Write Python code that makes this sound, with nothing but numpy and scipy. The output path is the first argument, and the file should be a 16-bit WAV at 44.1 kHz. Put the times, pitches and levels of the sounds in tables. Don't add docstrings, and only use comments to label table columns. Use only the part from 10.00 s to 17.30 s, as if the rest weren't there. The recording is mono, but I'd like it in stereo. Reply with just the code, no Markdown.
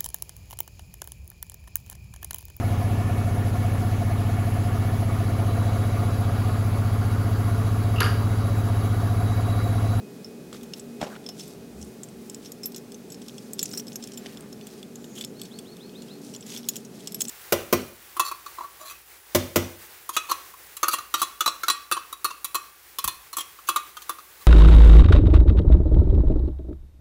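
import sys
import numpy as np
from scipy import signal
from scipy.fft import rfft, irfft, next_fast_len
from scipy.io import wavfile
from scipy.ndimage import map_coordinates

SR = 44100
rng = np.random.default_rng(int(sys.argv[2]) if len(sys.argv) > 2 else 0)


def wrap_up_sound(samples):
    columns = np.atleast_2d(samples).T
    tamed = np.clip(columns, -1, 1)
    steps = np.round(tamed * 32767).astype(np.int16)
    wavfile.write(sys.argv[1], SR, steps)


N = 321909


def amp(db):
    return 10 ** (np.asarray(db) / 20)


def unit(x):
    return x / np.sqrt(np.mean(x ** 2) + 1e-20)


def along(points, hz):
    f, v = np.transpose(points)
    return np.interp(np.log(hz + 1), np.log(f + 1), v)


def curves(rows):
    s, *cols = np.transpose(rows)
    return [np.interp(np.arange(N) / SR, s, c) for c in cols]


def wobble(rate):
    knots = rng.standard_normal(int(N * rate / SR) + 4)
    return map_coordinates(knots, [np.arange(N) * rate / SR])


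def filtered(x, response):
    m = next_fast_len(x.shape[-1] + 8192)
    spectrum = rfft(x, m) * response(np.fft.rfftfreq(m, 1 / SR))
    return irfft(spectrum, m)[..., :x.shape[-1]]


def band(x, low_hz, high_hz):
    edges = [low_hz, min(high_hz, .45 * SR)]
    return signal.sosfilt(signal.butter(2, edges, "bandpass", fs=SR, output="sos"), x)


def bell(centre_hz, octaves):
    return lambda hz: np.exp(-.5 * (np.log2(hz / centre_hz + 1e-6) / octaves) ** 2)


def add(track, s, sound):
    part = track[..., round(s * SR):][..., :sound.shape[-1]]
    part += sound[..., :part.shape[-1]]


# f/Hz, side minus mid level/dB
WIDTH = [(60, -16), (110, -31), (200, -34), (380, -21.5), (700, -7.5), (1290, -1.5), (2380, -4.5),
         (4400, -8.5), (8120, -10.5), (15000, -42)]


def rush(spectrum):
    shape = lambda hz: amp(along(spectrum, hz)) * [np.ones_like(hz), amp(along(WIDTH, hz))]
    mid, side = filtered(rng.standard_normal((2, N)), shape)
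    return np.array([mid + side, mid - side]) / np.std(mid)


# f/Hz, relative level per Hz/dB
HUM = [(50, -69), (85, -11.5), (167, -5.5), (206, -1), (236, -4.5), (325, -11), (396, -3), (529, -15),
       (584, -16.5), (779, -22), (851, -35.5), (890, -30), (1010, -48), (1100, -33), (1200, -35),
       (1560, -37.5), (2640, -120)]
# t/s, level/dB
HUM_DB = [(0, -43), (1.3, -43.5), (1.7, -43), (3.4, -45), (3.7, -43), (4.7, -44.5), (7.3, -45.5)]
# f/Hz, mean peak level/dB
ROOM_TONES = [(215.3, -55), (236.9, -47.5), (285.3, -53.5), (376.8, -60), (839.8, -65.5)]


def hum():
    t = np.arange(N) / SR
    level = amp(curves(HUM_DB)[0] + 0.4 * wobble(2.81))
    low_cut = lambda hz: 1 / (1 + (106 / (hz + 1)) ** 14)
    out = level * filtered(rush(HUM), low_cut)
    for hz, db in ROOM_TONES:
        out += amp(db + 900 / hz * wobble(6.4)) * np.sin(2 * np.pi * hz * t + 0.78 * wobble(4))
    return out


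# t/s, level/dB
RUMBLE = [(0, -79), (.55, -60.5), (.75, -69), (1.35, -71), (1.7, -54.5), (1.82, -47), (2.01, -84),
          (2.15, -59), (2.26, -69), (3.5, -74), (4.49, -68), (5.05, -73), (7.3, -78)]


def rumble():
    narrow = lambda hz: np.exp(-.5 * ((hz - 72) / 11) ** 2)
    moving = amp(curves(RUMBLE)[0]) * unit(filtered(rng.standard_normal(N), narrow))
    deep = amp(-70.0) * unit(filtered(rng.standard_normal(N), bell(70, 2.6)))
    return moving + deep


# f/Hz, relative level per Hz/dB
AIR = [(530, -8.5), (900, -3), (2020, -6.5), (2600, -7.5), (2830, -8), (5280, -7.5), (6030, -8),
       (8150, -10), (16000, -13.5)]


def air():
    mean_db = -55
    return amp(mean_db + 0.4 * wobble(5.1)) * rush(AIR)


# t/s, mean f/Hz, mean level/dB
WHINE = [(0, 2507, -60.5), (1.2, 2515, -65.5), (2.5, 2500, -69), (5.3, 2520, -67.5), (7.3, 2590, -70)]


def whine():
    hz, db = curves(WHINE)
    turn = 2 * np.pi * np.cumsum(hz + 6 * wobble(17)) / SR
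    tone = np.sin(turn + np.array([[0], [1.2]])) + 0.21 * np.sin(2 * turn)
    return amp(db + 2.1 * wobble(25)) * tone


def room_tone():
    return hum() + rumble() + air() + whine()


# t/s, relative level/dB, share of the rise left out (0-1), top f/Hz, length/s
BIRD = [(5.318, -60, .45, 4420, .155), (5.495, -58, 0, 4460, .115), (5.64, -58, 0, 4360, .11),
        (5.784, -59, 0, 4320, .12), (5.928, -58.5, 0, 4310, .11), (6.07, -58, 0, 4310, .105)]


def bird():
    low_hz, glide_s, knee = 2650, .031, 1.7
    swell_s, fade_db_per_s = .024, 10
    flutter_hz, flutter_db = 42, 2.5
    out = np.zeros(N)
    for start, level_db, left_out, top_hz, length in BIRD:
        t = np.arange(int(length * SR)) / SR
        hz = top_hz - (top_hz - low_hz) * np.exp(-(t / glide_s) ** knee)
        swell = np.clip((t - left_out * glide_s * 2) / swell_s, 0, 1)
        close = np.clip((length - t) / swell_s, 0, 1)
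        shape = swell * amp(-fade_db_per_s * t) * close
        flutter = amp(flutter_db * np.sin(2 * np.pi * (flutter_hz * t + rng.random())))
        tone = np.sqrt(2) * np.sin(2 * np.pi * np.cumsum(hz) / SR)
        add(out, start, amp(level_db) * shape * flutter * tone)
    out = out * amp(1.5 * wobble(50)) * (0.85 + .4 * wobble(500))
    # (lag s, dB)
    echoes = [(.005, -6), (.011, -11), (.024, -16), (.043, -15)]
    return out + sum(amp(db) * np.roll(out, round(lag * SR)) for lag, db in echoes)


# t/s, level/dB, f/Hz, contact/s, left minus right level/dB
THUDS = [(0.528, -34.5, 1270, 0.00067, 0), (0.547, -39, 1310, 0.00061, 0), (1.0145, -23, 755, 0.0014, -7.5),
         (1.0274, -17.5, 670, 0.001, 4.5), (1.0385, -26.5, 496, 0.0013, -4), (1.162, -36, 1420, 0.001, 1),
         (1.29, -40, 700, 0.0018, -1), (4.26, -34, 1950, 0.00054, -1), (3.593, -47, 1320, 0.00055, 0),
         (3.739, -36, 1610, 0.00037, -4)]


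def thuds():
    out, t = np.zeros((2, N)), np.arange(SR // 8) / SR
    for s, db, hz, contact, pan_db in THUDS:
        press = lambda length: t / length * np.exp(1 - t / length)
        note = press(contact) * np.sin(2 * np.pi * hz * t)
        push = 0.5 * press(2.0 * contact) * np.sin(2 * np.pi * 0.374 * hz * t)
        noise = unit(band(rng.standard_normal(len(t)), 0.048 * hz, 3 * hz))
        puff = 0.27 * press(1.95 * contact) * noise
        sides_db = np.array([[pan_db / 2], [-pan_db / 2]])
        add(out, s, amp(db + sides_db) * (note + push + puff))
    return out


# t/s, centre f/Hz, level/dB
HISS = [(4.93, 7400, -69), (5.018, 7250, -63), (5.118, 6700, -58), (5.2, 6850, -55), (5.27, 7000, -56),
        (5.33, 6900, -66)]


def whistle():
    hz, db = curves(HISS)
    t = np.arange(N) / SR
    first, last = HISS[0][0], HISS[-1][0]
    running = np.interp(t, [first, first + .04, last - .04, last], [0, 1, 1, 0])
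    width = unit(band(rng.standard_normal(N), 4.3, 340))
    carrier = np.sqrt(2) * np.sin(2 * np.pi * np.cumsum(hz) / SR)
    return running * amp(db) * width * carrier


# start t/s, end t/s, start f/Hz, end f/Hz, mean level at mid-squeak/dB
SQUEAKS = [(4.612, 4.68, 5900, 6200, -63), (4.62, 4.648, 4430, 4480, -64), (4.78, 4.815, 4780, 4850, -61),
           (6.076, 6.145, 2600, 2760, -65), (1.303, 1.35, 2950, 2920, -62)]


def squeaks():
    out = np.zeros(N)
    for start, end, start_hz, end_hz, db in SQUEAKS:
        count = round((end - start) * SR)
        hz = np.linspace(start_hz, end_hz, count)
        tone = np.sin(2 * np.pi * np.cumsum(hz) / SR)
        add(out, start, amp(db) * np.sqrt(2 * np.hanning(count)) * tone)
    return out * amp(2 * wobble(120))


# start t/s, length/s, level before the swell/dB, centre f/Hz, width/octaves
STROKES = [(0.522, 0.068, -49, 2800, 1.3), (0.752, 0.065, -52, 4000, 1.6), (0.996, 0.1, -45.5, 2000, 1.3),
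           (0.998, 0.14, -42.5, 550, 0.72), (1.097, 0.08, -53, 1440, .2), (1.07, 0.11, -53.5, 2190, 1.9),
           (1.149, 0.023, -49.5, 2260, 0.57), (1.338, 0.23, -50, 5330, 0.81),
           (1.737, 0.24, -59.5, 7600, .5), (2.153, 0.27, -57.5, 11100, 1.6), (2.413, 0.094, -55, 4000, 1.1),
           (3.183, 0.43, -58.5, 5570, 0.74), (3.592, 0.11, -46.5, 5600, 0.6), (3.673, 0.18, -50, 4000, 3.7),
           (3.858, 0.12, -57, 11000, 3.9), (3.968, 0.2, -55, 4000, 1.2), (4.17, 0.23, -53.5, 1890, 1.5),
           (4.358, 0.13, -56.5, 1150, 0.79), (4.264, 0.11, -60, 11100, 1.6), (4.65, 0.18, -54, 4100, 1.1),
           (5.151, 0.09, -45.5, 4030, 1.6), (5.151, 0.073, -49.5, 3200, 0.1), (5.41, 0.081, -55, 4320, 1.4),
           (5.957, 0.27, -61, 4000, 0.89), (6.199, 0.19, -52.5, 5860, 0.69), (6.454, 0.17, -43.5, 4300, 1),
           (6.644, 0.19, -50, 5600, 1), (6.902, 0.33, -53, 4230, 1.04), (7.182, 0.099, -45, 8000, 0.78)]


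def rubbing():
    rise, square = .35, .8
    out = np.zeros(N)
    grain = amp(2.8 * wobble(900) + 2.1 * wobble(120)) * rng.standard_normal(N)
    for start, length, db, centre_hz, width in STROKES:
        piece = grain[round(start * SR):][:round(length * SR)]
        progress = np.arange(len(piece)) / (length * SR)
        swell = np.sin(np.pi / 2 * np.interp(progress, [0, rise, 1], [0, 1, 0])) ** square
        add(out, start, amp(db) * swell * unit(filtered(piece, bell(centre_hz, width))))
    return out


def ticks():
    per_s, over_stroke_db, scatter_db, chatter_ms = 4, 3, 2, 2
    frame_hz, parts_db = 7200, (-16, -16, -2, -12, -20, -20)
    rows = []
    for start, length, db, *_ in STROKES:
        when, odds = rng.random((2, 4))
        size = rng.standard_normal(4)
        happens = (odds < per_s * length / 4) & (start + length * when < N / SR)
        peaks = db + over_stroke_db + scatter_db * size
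        for u, peak in zip(when[happens], peaks[happens]):
            rows.append((start + length * u, peak, frame_hz, *np.add(peak, parts_db), chatter_ms))
    return rows


def strike(chatter, part, t, loose):
    low_hz, high_hz, crack_db, modes = part
    detune_s = .00008
    long_s, loose_db, held_db = .05, 11, -3
    hz, level, t60 = np.transpose(modes)[:, :, None]
    level_scatter, pitch_scatter = rng.standard_normal((2, len(modes), 1))
    level = level + (t60 > long_s) * (loose_db if loose else held_db)
    decay = amp(level + 4 * level_scatter - 60 * t / t60)
    mode_hz = hz * (1 + detune_s / t60 * pitch_scatter)
    ring = np.sum(decay * np.sin(2 * np.pi * mode_hz * t), 0)
    ring = signal.fftconvolve(chatter, ring)[:len(t)]
    crack = band(band(chatter, low_hz, high_hz), 0.76 * low_hz, 6.5 * high_hz)
    crack = np.pad(crack, (0, len(t) - len(chatter)))
    sound = ring / np.abs(ring).max() + amp(crack_db) * crack / np.abs(crack).max()
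    return sound / np.abs(sound).max()


# t/s, frame peak level/dB, frame f/Hz as gripped, then peak level/dB of lower ring note,
# upper ring note, leather loop, prong, bar, roller; chatter/ms (time to fall 12 dB)
CLICKS = [(0.2456, -66.0, 6200.0, -30.5, -62, -57, -58.0, -66.0, -66.0, 1.9),
          (0.5284, -39, 7700.0, -53, -57, -34.5, -54.0, -53, -66.0, 4.1),
          (0.5484, -50, 6500.0, -55, -58, -49, -63.0, -57.0, -66.0, 9),
          (0.611, -51.0, 7100.0, -66.0, -60, -42, -66.0, -64.0, -66.0, 2.2),
          (0.6312, -43.0, 6500, -55.0, -66.0, -45, -37, -53, -58, 5.4),
          (0.7354, -48, 7200, -26, -57, -27.5, -52, -63.0, -63.0, 3.2),
          (0.796, -31, 7800, -45, -58, -49, -52, -65.0, -66.0, 4.5),
          (1.0137, -35, 7160, -32, -47.0, -31, -64.0, -56.0, -64.0, 4.5),
          (1.0334, -38, 6560, -40, -45.0, -48, -66.0, -61.0, -66.0, 10.0),
          (1.2414, -50, 8700, -66.0, -66.0, -45, -58.0, -66.0, -66.0, 3.2),
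          (1.2627, -54, 6800.0, -28, -60, -35, -51, -60.0, -66.0, 4.9),
          (1.289, -35.0, 6600, -27.5, -51, -33, -44.0, -42, -57.0, 4.7),
          (1.3956, -35, 7130, -36, -54, -38.5, -46, -62.0, -59.0, 11),
          (1.407, -52.0, 6200.0, -34, -59.0, -46, -66.0, -51.0, -66.0, 3.2),
          (1.478, -38.0, 8000.0, -58, -68, -47, -51.0, -45, -53.0, 2.2),
          (1.8128, -38, 6900, -51.0, -43, -57, -56.0, -61.0, -59.0, 6.7),
          (1.8265, -31, 6170, -44, -60, -46, -52, -64.0, -66.0, 1.7),
          (2.0328, -26, 7540, -66.0, -50, -52, -43, -66.0, -46, 4.9),
          (2.0862, -39, 8100, -61.0, -61, -48, -62.0, -66.0, -64.0, 1.5),
          (2.2975, -26, 7990, -39, -53, -50, -36, -56.0, -53.0, 2.8),
          (2.3454, -27.5, 7900, -34.5, -47, -48, -38, -65.0, -65.0, 2.7),
          (2.4473, -42, 6840, -43.0, -63.0, -51, -61.0, -54.0, -63.0, 9.3),
          (2.4578, -50, 7100.0, -38, -39, -51, -55.0, -53.0, -66.0, 6.2),
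          (2.5189, -31.5, 6930, -41, -48, -65, -43.0, -31.5, -50.0, 2.8),
          (2.6324, -34.5, 7650, -27.5, -54, -65, -39, -44, -60.0, 16),
          (2.6573, -25.5, 7630, -37, -46, -50, -44, -20, -24, 3.4),
          (2.7197, -39, 8050, -42, -63, -66.0, -66.0, -66.0, -44, 2.2),
          (2.7455, -34, 7740, -36, -51, -36, -52.0, -61.0, -66.0, 3.6),
          (2.7612, -31, 6850, -36, -44.5, -47, -35, -39, -43.0, 5.9),
          (2.7803, -38, 6840, -42, -49, -56.0, -47.0, -43, -50.0, 1.5),
          (2.9202, -33.5, 6200, -47, -55, -44, -39, -66.0, -54.0, 1.6),
          (2.944, -36, 6200.0, -55, -63.0, -45, -53.0, -66.0, -62.0, 3.6),
          (3.1018, -34, 7800, -53.0, -48, -48, -52, -54.0, -60.0, 5.2),
          (3.1199, -33, 7860, -39, -57.0, -66.0, -47.0, -38.5, -62.0, 7.4),
          (3.1443, -39, 6760, -40, -48, -62, -66.0, -66.0, -66.0, 2.2),
          (3.2175, -40.5, 7000, -50.0, -47.0, -44.0, -58.0, -66.0, -66.0, 4.9),
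          (3.2625, -47.0, 6350, -59.0, -60, -46.0, -66.0, -66.0, -66.0, 1.5),
          (3.2828, -33.5, 6160, -48, -47, -40, -42, -40, -52, 2.8),
          (3.295, -67, 6800.0, -54.0, -45, -36, -66.0, -66.0, -66.0, 2.7),
          (3.3811, -37, 7900, -35.5, -65.0, -36.5, -55, -66.0, -60.0, 3.1),
          (3.5332, -23.5, 8000, -47, -56, -61, -25, -29, -57.0, 3.9),
          (3.584, -39, 7400.0, -49.0, -52, -42, -56.0, -66.0, -66.0, 6.5),
          (3.5922, -21.0, 7200, -20, -25, -29, -26.5, -44, -52.0, 3.8),
          (3.614, -29, 7700.0, -66.0, -65.0, -37, -47.0, -59.0, -50.0, 3.2),
          (3.6284, -13, 7130, -45, -57, -48, -19, -20, -32, 3.4),
          (3.6556, -23, 6600, -33, -40, -53, -40.0, -64.0, -64.0, 4),
          (3.69, -35, 8500, -43, -45, -57.0, -65.0, -61.0, -60.0, 2.2),
          (3.7125, -35, 7100.0, -36, -47.0, -49, -49.0, -60.0, -60.0, 4.9),
          (3.7254, -32, 8300, -68, -69, -66.0, -66.0, -66.0, -59.0, 1.5),
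          (3.733, -35, 7700.0, -32, -36, -54, -66.0, -56.0, -51, 6.3),
          (3.7379, -37, 8600.0, -24, -63.0, -63.0, -63.0, -37, -63.0, 1.3),
          (3.748, -41.0, 6500.0, -66.0, -34, -66.0, -50.0, -49.0, -43.0, 4.5),
          (3.7742, -23.5, 7600, -27.5, -31, -64, -36, -38, -35, 8.3),
          (3.796, -36, 8000.0, -66.0, -27, -50, -38, -56.0, -66.0, 5.9),
          (3.8691, -38, 7700.0, -38.0, -51, -49, -57.0, -51.0, -62.0, 3.5),
          (3.8802, -37, 7900, -33, -50, -56, -49.0, -45, -58.0, 3.5),
          (3.92, -51.0, 8000.0, -45, -44, -36, -66.0, -66.0, -66.0, 2.2),
          (3.9287, -37, 7060, -44, -48, -55.0, -54.0, -50.0, -66.0, 9.3),
          (3.9569, -22, 6380, -34, -39, -51, -39.0, -31, -43.0, 3.6),
          (4.0243, -37, 7500, -38, -49, -40, -54.0, -58.0, -66.0, 13),
          (4.0383, -26.5, 6000, -52, -49, -38, -47.0, -44, -65.0, 3.9),
          (4.0734, -36, 7350, -37, -45.0, -42, -36, -55, -58.0, 0.99),
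          (4.1187, -38, 6800.0, -42.0, -46, -46, -52.0, -63.0, -66.0, 1.7),
          (4.135, -37, 7800, -42, -55.0, -54.0, -59.0, -60.0, -59.0, 9.6),
          (4.1742, -31.5, 7300, -40.0, -46, -35.5, -32.5, -43, -42, 6.2),
          (4.2607, -54, 6500.0, -52.0, -51, -28.5, -66.0, -66.0, -65.0, 3.5),
          (4.2667, -55, 7100.0, -45, -66.0, -31, -66.0, -66.0, -66.0, 1.5),
          (4.372, -40, 7160, -40, -58, -36, -55.0, -66.0, -58.0, 1),
          (4.4075, -34.5, 8500, -66.0, -66.0, -46, -37, -60.0, -66.0, 0.94),
          (4.5271, -37.5, 7000, -40, -54, -49, -47.0, -42, -54.0, 2.9),
          (4.6116, -58, 6200.0, -55, -65, -34.5, -60.0, -64, -61.0, 1.2),
          (4.6693, -33, 7500, -50, -66.0, -42, -35, -58.0, -52, 3.2),
          (4.8286, -40, 7940, -63, -67, -32, -48, -59, -54, 2.5),
          (4.9556, -33.5, 7060, -57.0, -64.0, -49, -57.0, -44, -65.0, 2.7),
          (5.0424, -40, 7600.0, -49, -66.0, -38.5, -60.0, -47, -65.0, 4),
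          (5.1527, -40, 7060, -51, -57.0, -52, -54.0, -47, -55.0, 10.0),
          (5.1836, -35, 7150, -52.0, -55.0, -42, -54.0, -51.0, -56.0, 10.0),
          (5.2107, -27, 7800, -50, -48, -21.5, -43.0, -48.0, -38, 3),
          (5.239, -48.0, 7700.0, -43, -66.0, -30, -53.0, -59.0, -55.0, 3.2),
          (5.247, -24, 7150, -30, -54.0, -35, -49, -33, -61.0, 1.3),
          (5.3956, -41, 6800.0, -49, -60.0, -41, -66.0, -66.0, -66.0, 7.7),
          (5.4159, -32, 8000.0, -50, -53.0, -27.5, -40.0, -32, -43, 1.8),
          (5.4345, -35, 7800, -59.0, -57.0, -52, -54.0, -60.0, -58.0, 2),
          (5.453, -43, 6200.0, -54.0, -57.0, -42, -58, -61.0, -66.0, 10.0),
          (5.5877, -31, 8630, -46, -49, -35, -47.0, -45, -46, 3.6),
          (5.768, -45, 8600.0, -48, -66.0, -42, -58.0, -51, -65.0, 1.6),
          (5.8944, -63, 7400.0, -62, -67, -38.5, -66.0, -64.0, -66.0, 2.2),
          (6.0202, -39.5, 7060, -52, -48, -43, -62.0, -59, -54, 4),
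          (6.029, -46, 8600.0, -66.0, -66.0, -49, -66.0, -66.0, -66.0, 1.5),
          (6.3377, -36, 6600, -54.0, -38.0, -42, -50.0, -66.0, -55.0, 6.5),
          (6.3485, -46, 8000.0, -38.0, -35, -34.5, -48.0, -58.0, -44, 3.2),
          (6.3623, -30.5, 7100, -42, -58.0, -43.0, -48.0, -49.0, -66.0, 1.1),
          (6.407, -36, 7800, -66.0, -59.0, -45.0, -55.0, -66.0, -66.0, 5.8),
          (6.4254, -56.0, 8000.0, -46.0, -50, -40, -66.0, -66.0, -66.0, 4.2),
          (6.4637, -39, 7400.0, -55, -61.0, -57, -53.0, -46, -51.0, 11),
          (6.5011, -35, 6500, -41, -47, -43, -48.0, -49.0, -52.0, 10.0),
          (6.5204, -38, 6830, -66.0, -66.0, -33, -54.0, -55, -60.0, 5.7),
          (6.533, -46.0, 6500.0, -50.0, -49.0, -40, -66.0, -57.0, -66.0, 6.5),
          (6.5475, -35, 6730, -45, -47.0, -36, -36, -47.0, -49.0, 9),
          (6.563, -35, 6350, -46.0, -62.0, -28, -54.0, -64.0, -65.0, 2.9),
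          (6.574, -33.0, 6200.0, -38, -36, -41, -38, -38, -48.0, 6.7),
          (6.6308, -49, 7100.0, -46.0, -47, -39, -65.0, -64.0, -65.0, 2.8),
          (6.6424, -66.0, 6500.0, -58.0, -66.0, -38, -66.0, -61.0, -66.0, 4.5),
          (6.652, -66.0, 6240, -44, -66.0, -59.0, -66.0, -66.0, -64.0, 2.2),
          (6.6868, -16.5, 6840, -29, -44, -25, -14, -48, -47, 5.1),
          (6.7566, -30, 7250, -33, -37, -33, -30, -45.0, -55.0, 3.2),
          (6.765, -24.5, 7230, -33, -58, -38, -25, -37, -37, 2.9),
          (6.8485, -38, 6480, -52, -56, -56, -48, -56.0, -66.0, 6),
          (7.006, -38, 8100, -57.0, -54.0, -45, -61.0, -61.0, -66.0, 2.2),
          (7.073, -23.5, 7700, -26, -51, -32.5, -30, -51.0, -54.0, 3),
          (7.1207, -32, 7700.0, -40.0, -66.0, -53, -38.0, -33, -54.0, 1.7),
          (7.1451, -28, 7700.0, -27.5, -46, -35, -44, -23.5, -48, 3.2),
          (7.2052, -17, 7780, -42, -55.0, -39, -29, -55.0, -37.0, 5.2),
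          (7.2085, -32, 7840, -23, -59.0, -25, -26, -44.0, -59.0, 4.5),
          (7.2175, -11, 7460, -54.0, -49, -33, -16, -43, -32, 1.7),
          (7.2527, -37.0, 6200.0, -26.5, -43, -37, -44.0, -57.0, -48.0, 0.93),
          (7.2734, -37.0, 7500, -46, -58.0, -42, -49.0, -66.0, -66.0, 10.0),
          (7.2826, -21, 7850, -42, -45.0, -45, -27, -54.0, -56.0, 1.9),
          (7.2924, -24, 7320, -40, -36, -41, -27, -60.0, -44.0, 10.0)]
# (nominal f/Hz, nominal level/dB, t60/s)
PARTS = [ (4800, 5700, -6, [(5325, -15, .09), (5345, 0, .022), (5250, -6, .012)]),
         (5400, 6200, -3, [(5735, -11, .06), (5750, 0, .02)]), (2150, 4740, 3.5, [(3480, 2, 0.039),
         (3690, 13, 0.0059), (4600, -2, 0.004)]), (10500, 15600, 8, [(13300, 9, .014), (14150, 10, .012),
         (15150, 2, .012)]), (11000, 12000, -4, [(11450, 0, .013), (11420, -19, .06)]),
         (12300, 13000, -17, [(12700, -5, .09), (12680, 0, .02), (15150, -9, .07)]), ]
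FRAME = (6160, 7820, 3, [(1, 1, 0.028), (0.89, -4, .02), (0.93, -24, .07), (1.1, -8, 0.012)])
GRIPS = [3.812]
LOOSE = [.2456, 1.2627, 1.289, 2.4578, 2.6324, 2.6573, 3.7379, 3.748, 3.7742, 5.0424, 6.4254, 6.574, 6.652,
         7.1451]


def buckle():
    out, t = np.zeros(N), np.arange(SR // 7) / SR
    span = t[:SR // 25]
    for s, frame_db, frame_hz, *levels, chatter_ms in list(CLICKS) + ticks():
        frame = (*FRAME[:3], np.multiply(FRAME[3], [frame_hz, 1, 1]))
        next_grip = min([g for g in GRIPS if g > s], default=99)
        ungripped = np.clip((next_grip - s - t) / .003, 0, 1)
        loose = np.abs(np.subtract(LOOSE, s)).min() < .003
        onset = 1 - np.exp(-span / 0.00013)
        fade = amp(-12 * (span / (chatter_ms / 1000)) ** 0.75) * onset
        blow_sizes = amp(0.66 * rng.standard_normal(len(span)))
        chatter = fade * rng.standard_normal(len(span)) * blow_sizes
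        for db, part in zip([frame_db, *levels], [frame, *PARTS]):
            add(out, s, amp(db) * ungripped * strike(chatter, part, t, loose))
    return band(out, 1500, 25000)


def bench(x):
    level_db, t60 = -20, .006
    t = np.arange(SR // 50) / SR
    tail = amp(-60 * t / t60) * rng.standard_normal(len(t))
    reflected = signal.fftconvolve(x, tail / np.linalg.norm(tail))[:N]
    return amp(level_db) * reflected * np.array([[1], [-1]])


# f/Hz, t60/s
WALLS = [(200, 0.12), (2000, 0.84), (6000, 0.3), (15000, 0.025)]


def walls(x):
    hz, t, z = signal.stft(rng.standard_normal((2, SR // 3)), SR, nperseg=256)
    decay = amp(-60 * t / along(WALLS, hz)[:, None])
    tail = signal.istft(z * decay, SR, nperseg=256)[1]
    delayed = np.pad(x, (130, 0))[None]
    return signal.fftconvolve(delayed, tail / np.linalg.norm(tail[0]), axes=1)[:, :N]


# left, then right level/dB
PAN_DB = [
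    [-.35],
    [.35],
]


def scene():
    near = buckle() + rubbing() + whistle() + squeaks()
    blows, song = thuds(), bird()
    direct = near * amp(PAN_DB) + bench(near) + blows + amp(3.5) * song
    to_walls = amp(-29) * near + amp(-15) * blows.mean(0) + amp(-25) * song
    return direct + walls(to_walls) + room_tone()


def record(dry):
    top_hz = 15900
    return filtered(dry, lambda hz: hz < top_hz)


dry = scene()
out = record(dry)
wrap_up_sound(out)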